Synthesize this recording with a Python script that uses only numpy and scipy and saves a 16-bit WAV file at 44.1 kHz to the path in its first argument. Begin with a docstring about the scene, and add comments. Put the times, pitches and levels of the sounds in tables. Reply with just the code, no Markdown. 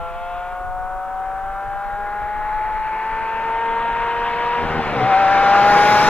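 """A high engine wail is heard first, harsh for an instant, climbing as a twelve-cylinder sports car nears flat out.
Sines at orders of the four-stroke cycle make the wail; banded noise makes the roar of exhaust flow and tyres,
which brightens as the path shortens. In the one upshift cylinders are cut and low orders and misfires burble;
then a lower note shudders and climbs again until the car draws level. Low noise and short puffs of wind buffet
the microphone over a quiet background of countryside and hiss."""
import sys
import numpy as np
from scipy import signal
from scipy.fft import rfft, irfft, next_fast_len
from scipy.io import wavfile

SR = 44100
rng = np.random.default_rng(int(sys.argv[2]) if len(sys.argv) > 2 else 0)


def pcm_store(signal):
    """Save signal as 16-bit PCM."""
    levels = np.round(np.clip(np.atleast_2d(signal), -1, 1) * 32767)
    wavfile.write(sys.argv[1], SR, levels.astype(np.int16).T)


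N = 268569
TIME = np.arange(N) / SR
CYLINDERS = 12  # also the order of the firing note, as each cylinder fires once per cycle

# strong engine orders, 12 being the firing note and 6 one cylinder bank: [order in multiples of the
# four-stroke cycle, relative level/dB, loss off the throttle/dB, gain with distance/dB per 100 m]
STRONG_ORDERS = [(6, -25.5, 2, -2.5), (9, -25.5, 5.5, -0.33), (12, -13.5, 19, 0.5), (15, -21.5, 17, -0.25),
                 (21, -23.5, 13.5, -1.5), (24, -25.5, 7, 1.5)]
# exhaust resonances through which the orders sweep: [f/Hz, relative level/dB]
EXHAUST_RESPONSE = [(340, -19.5), (385, -18), (412, -3), (428, -12.5), (455, 4.5), (478, 5), (520, 2),
                    (600, 1), (625, -0.5), (655, -10), (700, -0.5), (800, 2.5), (950, -2.5), (1025, -7.5),
                    (1090, -17), (1280, -5), (1400, 1.5), (1450, 0), (1510, -4), (1610, -0.5), (1710, -7),
                    (1780, -1.5), (1900, -6.5)]
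# slow swell of the firing note: [t/s, relative level/dB]
FIRING_SWELL = [(0, 0.5), (.2, -0.5), (.38, 1), (.55, -2), (.8, 1.5), (1, -1), (1.2, 1.5), (1.6, -2),
                (2.1, -0.6), (2.6, 3.5), (3.25, 1.5), (3.62, 4.5), (4.35, 1.5), (4.55, 3), (5.15, 3.5),
                (5.38, 0), (5.68, 1), (6.09, -3)]
TONES_LEVEL_OFF_M = 24.4  # well inside this the body hides the tailpipes and the tones hardly grow
HARSH_UNTIL_S, HARSH_FADE_S, HARSH_DB = 0.079, 0.046, 5  # orders above the firing note start higher
SHUDDER_DB = 3  # the note is loudest when dragged lowest


def engine_note(cycles, cycle_hz, lifted, waver_db=1.5, note_waver_db=0.38):
    """Harmonic synthesis through a source filter: strong orders, coloured by the exhaust, waver in moving air."""
    out = np.zeros(N)
    hundreds = distance() / 100
    harsh_start = 1 - ramp(HARSH_UNTIL_S, HARSH_FADE_S)
    for order, db, lost_db, carry_db in STRONG_ORDERS:
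        throttle_gain = 1 - lifted * (1 - from_db(-lost_db))
        level = db + carry_db * hundreds + 20 * np.log10(throttle_gain)
        level = level + at_hz(EXHAUST_RESPONSE, order * cycle_hz)
        if order == CYLINDERS:
            level = level + in_time(FIRING_SWELL)[0] + SHUDDER_DB * shudder() + note_waver_db * drift(6.9)
            phase = 0
        else:
            level = level + HARSH_DB * harsh_start * (order > CYLINDERS) + waver_db * drift(6.8)
            phase = 2 * np.pi * rng.random() + 0.18 * drift(10)
        out += from_db(level) * np.sin(2 * np.pi * order * cycles + phase)
    return np.sqrt(2) * out / np.hypot(1, distance() / TONES_LEVEL_OFF_M)


# firing rate as heard, before flares, shudder and jitter: [t/s, f/Hz]
FIRING_RATE = [(0, 681), (.1, 683), (.17, 695), (.55, 724), (1.3, 764.5), (1.6, 787), (2.4, 842),
               (3.3, 896.5), (4.1, 936), (4.55, 953), (4.77, 952), (4.92, 868), (5, 768), (5.3, 783),
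               (5.6, 804), (5.9, 830), (6.09, 838)]
# brief rev flares over bumps in the road: [t/s, firing rate gained/Hz]
ROAD_BUMPS = [(2.65, 4), (3.63, 5), (3.8, 4), (5.7, 6), (5.91, 5)]
BUMP_S = 0.035  # from the peak of a flare to 1/e of it
SHUDDER_DEPTH_HZ = 20.4  # swing of the firing rate before damping


def engine_cycle_rate():
    """Rotational kinematics: firing rate over cylinder count gives cycles per second, with slight random jitter."""
    flares = sum(gained * np.exp(-((TIME - s) / BUMP_S) ** 2) for s, gained in ROAD_BUMPS)
    firing_hz = in_time(FIRING_RATE)[0] + flares - SHUDDER_DEPTH_HZ * shudder()
    return firing_hz / CYLINDERS * (1 + 0.001 * drift(20))


CLUTCH_S, SHUDDER_PER_S, SHUDDER_DECAY_S = 5.0, 8.57, 0.24  # closing time, swings per second, decay


def shudder():
    """Damped oscillation: the driveline rings down after the clutch closes."""
    age = np.maximum(TIME - CLUTCH_S, 0)
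    return np.exp(-age / SHUDDER_DECAY_S) * np.sin(2 * np.pi * SHUDDER_PER_S * age)


LIFT_S, LIFT_TAKES_S, REOPEN_S, REOPEN_TAKES_S = 4.59, 0.058, 4.962, 0.16


def throttle_lift():
    """Exponential relaxation: the throttle snaps shut (towards 1), then reopens linearly (to 0)."""
    shutting = 1 - np.exp(-np.maximum(TIME - LIFT_S, 0) / LIFT_TAKES_S)
    return shutting * (1 - ramp(REOPEN_S, REOPEN_TAKES_S))


# faint orders with a height of their own: [order in multiples of the four-stroke cycle]
FAINT_ORDERS = (2, 3, 7, 8, 18, 20, 27, 30, 33, 36, 39, 42, 45, 48, 51, 54, 57, 60, 63, 72)
# their heights, before clarity and fading: [level above the roar in one Hz/dB]
FAINT_HEIGHTS = [14.6, 19.7, 13, 13, 20.7, 18.6, 18, 18.3, 21.9, 20, 22, 9.7, 20, 11, 12, 18, 22, 18, 22,
                 17]
CLARITY_DB_PER_100_M = 3  # the faint orders stand out more from far away


def engine_overtones(cycles, cycle_hz, travel, fading_db=2.5, weakest_db=7):
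    """Broken symmetry: unequal cylinders add faint orders that travel like the roar and fade over the ground."""
    out = np.zeros(N)
    clarity = CLARITY_DB_PER_100_M * travel[1]
    heights = {order: weakest_db for order in range(4, 36) if order % 3}
    heights.update(zip(FAINT_ORDERS, FAINT_HEIGHTS))
    for order, db in heights.items():
        level = roar_db(order * cycle_hz, travel) + db + clarity + fading_db * drift(3)
        phase = 2 * np.pi * (order * cycles + rng.random()) + 0.18 * drift(10)
        out += from_db(level) * np.sin(phase)
    return out


# orders heard in the burble: [order in multiples of the four-stroke cycle]
BURBLE_ORDERS = (1, 2, 3, 4, 5, 7, 8, 10, 11, 13, 19)
# their levels before the burst gains: [level in the cut/dB, level as the gear bites/dB]
BURBLE_LEVELS = [(-37.5, -43.5), (-35, -29.5), (-36.5, -35), (-40, -34), (-34, -36), (-42.5, -25),
                 (-41.5, -28), (-30, -39.5), (-31.5, -35.5), (-43.5, -34.5), (-36.5, -41.5)]
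# exhaust pipe resonances: [f/Hz, width/Hz, relative level/dB]
PIPE_RESONANCES = [(75, 51, -6), (135, 24, 6.5), (238, 89, -1), (460, 57, 11), (780, 220, -0.5),
                   (1530, 520, -6)]
# bursts of ignition cut in the shift: [start t/s, end t/s, gain level/dB]
IGNITION_CUTS = [(4.595, 4.76, -4.5), (4.76, 4.815, 2), (4.85, 4.935, -3.5)]
# growl as the next gear bites: [start t/s, end t/s, gain level/dB]
GEAR_BITES = [(4.935, 5.085, -3.5)]
BURST_EDGE_S, MISFIRE_DB = 0.053, -36  # misfire level before the burst gains


def gear_change(cycles, misfire_share=0.22, rough_db=5.0, muffler_hz=2000):
    """Subharmonics and impulse response: patterned cuts add low orders, stray misfires ring the exhaust pipe."""
    cut, bite = bursts(IGNITION_CUTS), bursts(GEAR_BITES)
    burble = np.zeros(N)
    for order, (cut_db, bite_db) in zip(BURBLE_ORDERS, BURBLE_LEVELS):
        size = cut * from_db(cut_db) + bite * from_db(bite_db)
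        size = size * from_db(rough_db * drift(18))
        phase = 2 * np.pi * (order * cycles + rng.random()) + 0.15 * drift(14)
        burble += np.sqrt(2) * size * np.sin(phase)
    fires = np.diff(np.floor(cycles * CYLINDERS), prepend=0) > 0
    misfires = fires * (rng.random(N) < misfire_share) + 1e-18
    rung = np.zeros(N)
    for k, (hz, width_hz, db) in enumerate(PIPE_RESONANCES):
        rung += (-1) ** k * from_db(db) * resonate(misfires, hz, width_hz)
    muffled = signal.sosfilt(signal.butter(4, muffler_hz, fs=SR, output="sos"), rung)
    return burble + from_db(MISFIRE_DB) * (cut + bite) * rms_one(muffled)


def bursts(rows):
    """Gating: gain over time of a set of bursts with short linear edges."""
    half = BURST_EDGE_S / 2
    gain = np.zeros(N)
    for start, end, db in rows:
        gain += from_db(db) * (ramp(start - half, BURST_EDGE_S) - ramp(end - half, BURST_EDGE_S))
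    return gain


def roar(cycles, travel, patchy_db=1.5, throb=0.14, scatter_hz=7000):
    """Turbulent broadband noise, amplitude-modulated by the engine; its treble arrives scattered."""
    out = np.zeros((2, N))
    edges = np.r_[np.geomspace(70, 1400, 14)[:-1], np.geomspace(1400, 7000, 17), 8500, 11000, 13500, 16500]
    for hz, (direct, scattered) in noise_bands(edges):
        spread = 0.12 + 0.58 * hz / (hz + scatter_hz)
        gain = from_db(roar_db(hz, travel) + patchy_db * drift(10))
        # scattered sound has opposite sign in the two channels
        out += gain * (direct + spread * scattered * [[1], [-1]]) / np.hypot(1, spread)
    beats = np.sin(2 * np.pi * CYLINDERS / 4 * cycles) + np.sin(2 * np.pi * CYLINDERS * cycles)
    return out * (1 + throb * beats)


# exhaust flow and tyres close by, before path losses: [f/Hz, level/dB per Hz]
ROAR_SPECTRUM = [(70, -60.5), (130, -55), (300, -56), (450, -51.5), (620, -53.5), (900, -48.5), (1400, -51),
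                 (2200, -57), (3000, -67), (4000, -64.5), (4700, -62), (6200, -76), (7200, -87.5),
                 (9000, -89), (13000, -90.5), (15500, -102)]
# thinning of the roar along the way: [f/Hz, level lost/dB per doubling of distance]
DISTANCE_THINNING = [(150, 4.5), (270, 4.5), (700, 2.42), (1100, 2.26), (1700, 2.65), (3000, 1.5),
                     (4000, 5.5), (5500, 9), (7500, 14.5)]
GRASS_DB_PER_100_M = 8.5  # lost at all pitches alike
SHADE_DB, NOTCH_DB, NOTCH_OCTAVES = 6.5, 5.5, 0.32  # shade is for 100 m beyond the near distance


def roar_db(hz, travel):
    """Spreading, absorption and ground interference: level per Hz of the roar at one frequency, over time."""
    doublings, hundreds, edge_hz, shaded = travel
    off = np.log2(hz / edge_hz) / NOTCH_OCTAVES
    notch = NOTCH_DB * (1 - off ** 2) * np.exp(-off ** 2 / 2)  # beside the notch the two paths add up
    shade = SHADE_DB * hundreds ** 2 * shaded * (1 + np.tanh(off)) / 2
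    spreading = at_hz(DISTANCE_THINNING, hz) * doublings
    return at_hz(ROAR_SPECTRUM, hz) - spreading - GRASS_DB_PER_100_M * hundreds - shade - notch


NEAR_M = 20  # path losses are counted from here
# the ground shades the treble above an edge that rises as the car nears
EDGE_HZ_AT_100_M, EDGE_POWER, EDGE_BOTTOM_HZ, EDGE_TOP_HZ = 3770, 1.384, 1850, 4380
CARRY_SHARE, CARRY_UNTIL_S, CARRY_FADE_S = 0.96, 0.45, 0.28  # at first the treble carries through the shade


def journey():
    """Outdoor propagation: distance doublings, hundreds of metres past near, shade edge/Hz and shade depth."""
    hundreds = distance() / 100
    edge_hz = np.clip(EDGE_HZ_AT_100_M / hundreds ** EDGE_POWER, EDGE_BOTTOM_HZ, EDGE_TOP_HZ)
    shaded = 1 - CARRY_SHARE * (1 - ramp(CARRY_UNTIL_S, CARRY_FADE_S))
    return np.log2(distance() / NEAR_M), hundreds - NEAR_M / 100, edge_hz, shaded


# when it draws level, its speed there, its acceleration all the way and its sideways distance
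PASS_S, PASS_M_PER_S, GAIN_M_PER_S2, SIDE_M = 6.024, 43.55, 4.67, 15


def distance():
    """Uniform acceleration: metres from the car to the listener."""
    to_go = PASS_S - TIME
    along = PASS_M_PER_S * to_go - GAIN_M_PER_S2 * to_go ** 2 / 2
    return np.hypot(along, SIDE_M)


# the two microphone ports as the car sees them: [f/Hz, left lead/rad, left minus right level/dB]
PORT_DIFFERENCES = [(101, 0.5, 3), (393, 0.01, 1), (760, 0.12, 3.5), (1300, 0.32, -0.5), (2440, 0.84, 4),
                    (3780, 0.72, 0), (5700, 4.5, 1.5), (7850, -3, 0.5), (14000, 7.5, 4.5)]


def ports(x):
    """Interaural-style phase and level differences: half to each side, placing the car slightly left."""
    margin = SR // 20
    x = np.pad(x, ((0, 0), (margin, margin)), "reflect", reflect_type="odd")
    size = next_fast_len(x.shape[1])
    hz = np.maximum(np.fft.rfftfreq(size, 1 / SR), 1)
    lead = np.exp(0.5j * at_hz(PORT_DIFFERENCES, hz))
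    half = lead * from_db(at_hz(PORT_DIFFERENCES, hz, axis=2) / 2)
    return irfft(rfft(x, size) * np.array([half, 1 / half]), size)[:, margin:margin + N]


# wind rumble before lumps, lull and port gains: [f/Hz, level/dB per Hz]
WIND_SPECTRUM = [(20, -49), (40, -59.5), (70, -67.5), (120, -78.5), (250, -89), (600, -105)]
# puffs that bump the microphone: [peak t/s, level before trim and port gains/dB, Gaussian spread t/s]
WIND_PUFFS = [(0.01, -26.5, 0.027), (0.668, -32, 0.027), (0.754, -33, 0.065), (1.38, -33, 0.013),
              (1.5, -39, 0.022), (1.585, -39, .015), (1.682, -23.5, 0.013), (1.754, -44, .012),
              (1.947, -26.5, 0.023), (2.236, -24, 0.013), (2.7, -27.5, .012), (3.219, -39, 0.012),
              (4.197, -43, 0.028), (4.82, -30, .025)]
LULL_S, LULL_DB_PER_S = 5.6, 15.5  # the rumble dies down as the car arrives


def wind(lumpy_db=3.0, puff_db=-11, puff_hz=55, puff_width_hz=60):
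    """Turbulent pressure fluctuation: lumpy low rumble and single puffs, unrelated at the two ports."""
    edges = np.geomspace(16, 500, 9)
    rumble = sum(from_db(at_hz(WIND_SPECTRUM, hz)) * noise for hz, noise in noise_bands(edges))
    rumble = rumble * from_db(lumpy_db * drift(20) - LULL_DB_PER_S * np.maximum(TIME - LULL_S, 0))
    bumps = np.zeros(N)
    for s, db, puff_s in WIND_PUFFS:
        bumps += from_db(db + puff_db) * np.exp(-((TIME - s) / puff_s) ** 2 / 2)
    eddies = resonate(rng.standard_normal((2, N)), puff_hz, puff_width_hz)
    eddies = resonate(eddies, puff_hz, puff_width_hz)
    return (rumble + bumps * rms_one(eddies)) * from_db([[1.5], [-1.8]])


# quiet countryside and microphone hiss, before port gains: [f/Hz, level/dB per Hz]
FLOOR_SPECTRUM = [(100, -87.5), (500, -82.5), (2000, -93), (4000, -102.5), (6000, -100), (9000, -101),
                  (15000, -102)]


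def background():
    """Stationary noise floor: still countryside and the microphone's own hiss."""
    edges = np.geomspace(80, 18000, 9)
    floor = sum(from_db(at_hz(FLOOR_SPECTRUM, hz)) * noise for hz, noise in noise_bands(edges))
    return floor * from_db([[0.5], [-0.8]])


def noise_bands(edges):
    """Spectral shaping: (centre Hz, noise pair of unit power per Hz), unrelated between neighbouring bands."""
    white = rng.standard_normal((2, 2, N)) * np.sqrt(SR / 2)
    for k, (low, high) in enumerate(zip(edges, edges[1:])):
        band = signal.butter(2, [low, high], "band", fs=SR, output="sos")
        yield np.sqrt(low * high), signal.sosfilt(band, white[k % 2])


def resonate(x, hz, width_hz):
    """Second-order resonance: a pole pair with a gain of about 1 at the peak."""
    r = np.exp(-np.pi * width_hz / SR)
    zeros = np.array([1, 0, -1]) * (1 - r * r) / 2
    return signal.lfilter(zeros, [1, -2 * r * np.cos(2 * np.pi * hz / SR), r * r], x)


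def drift(rate):
    """Low-passed random process: slow chance of unit spread, faster for a higher rate in Hz."""
    step = 40  # samples between drawn values
    r = np.exp(-2 * np.pi * rate * step / SR)
    settling = 2000
    chance = rng.standard_normal(N // step + settling + 2)
    slow = signal.lfilter([1], [1, -2 * r, r * r], chance)[settling:]
    return np.interp(np.arange(N) / step, np.arange(len(slow)), rms_one(slow))


def ramp(start_s, length_s):
    """Linear envelope: rises from 0 to 1."""
    return np.clip((TIME - start_s) / length_s, 0, 1)


def in_time(rows):
    """Linear interpolation: each value column of a curve table at every sample."""
    s, *columns = np.transpose(rows)
    return [np.interp(TIME, s, c) for c in columns]


def at_hz(points, hz, axis=1):
    """Logarithmic pitch scale: read a spectrum table on a log-frequency axis."""
    points = np.array(points)
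    return np.interp(np.log(hz), np.log(points[:, 0]), points[:, axis])


def from_db(db):
    """Decibel definition: level to amplitude gain."""
    return 10 ** (np.asarray(db) / 20)


def rms_one(x):
    """Mean-square normalisation: scale to unit power."""
    return x / np.sqrt(np.mean(x ** 2) + 1e-20)


OFF_THROTTLE_ROAR_DB = 1.86  # the exhaust flow slackens with the throttle lifted


def scene():
    """Superposition: engine cycles, throttle and distance shape the car; wind and background are added."""
    cycle_hz = engine_cycle_rate()
    cycles = np.cumsum(cycle_hz) / SR
    travel = journey()
    lifted = throttle_lift()
    tones = engine_note(cycles, cycle_hz, lifted) + engine_overtones(cycles, cycle_hz, travel)
    flow = from_db(-OFF_THROTTLE_ROAR_DB * lifted) * roar(cycles, travel)
    car = tones + gear_change(cycles) + flow
    return ports(car) + wind() + background()


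CUTOFF_HZ = 15700


def record(dry):
    """Soft saturation and band limiting: high peaks are rounded, ends eased and the top cut steeply."""
    rounded = dry / (1 + (dry / 1.05) ** 8) ** (1 / 8)
    to_nearest_end = np.minimum(TIME, TIME[::-1])
    ends = np.sin(np.pi / 2 * np.minimum(to_nearest_end / 0.002, 1)) ** 2
    steep_cut = signal.ellip(12, 0.1, 110, CUTOFF_HZ, fs=SR, output="sos")
    return signal.sosfilt(steep_cut, rounded * ends)


dry = scene()
out = record(dry)
pcm_store(out)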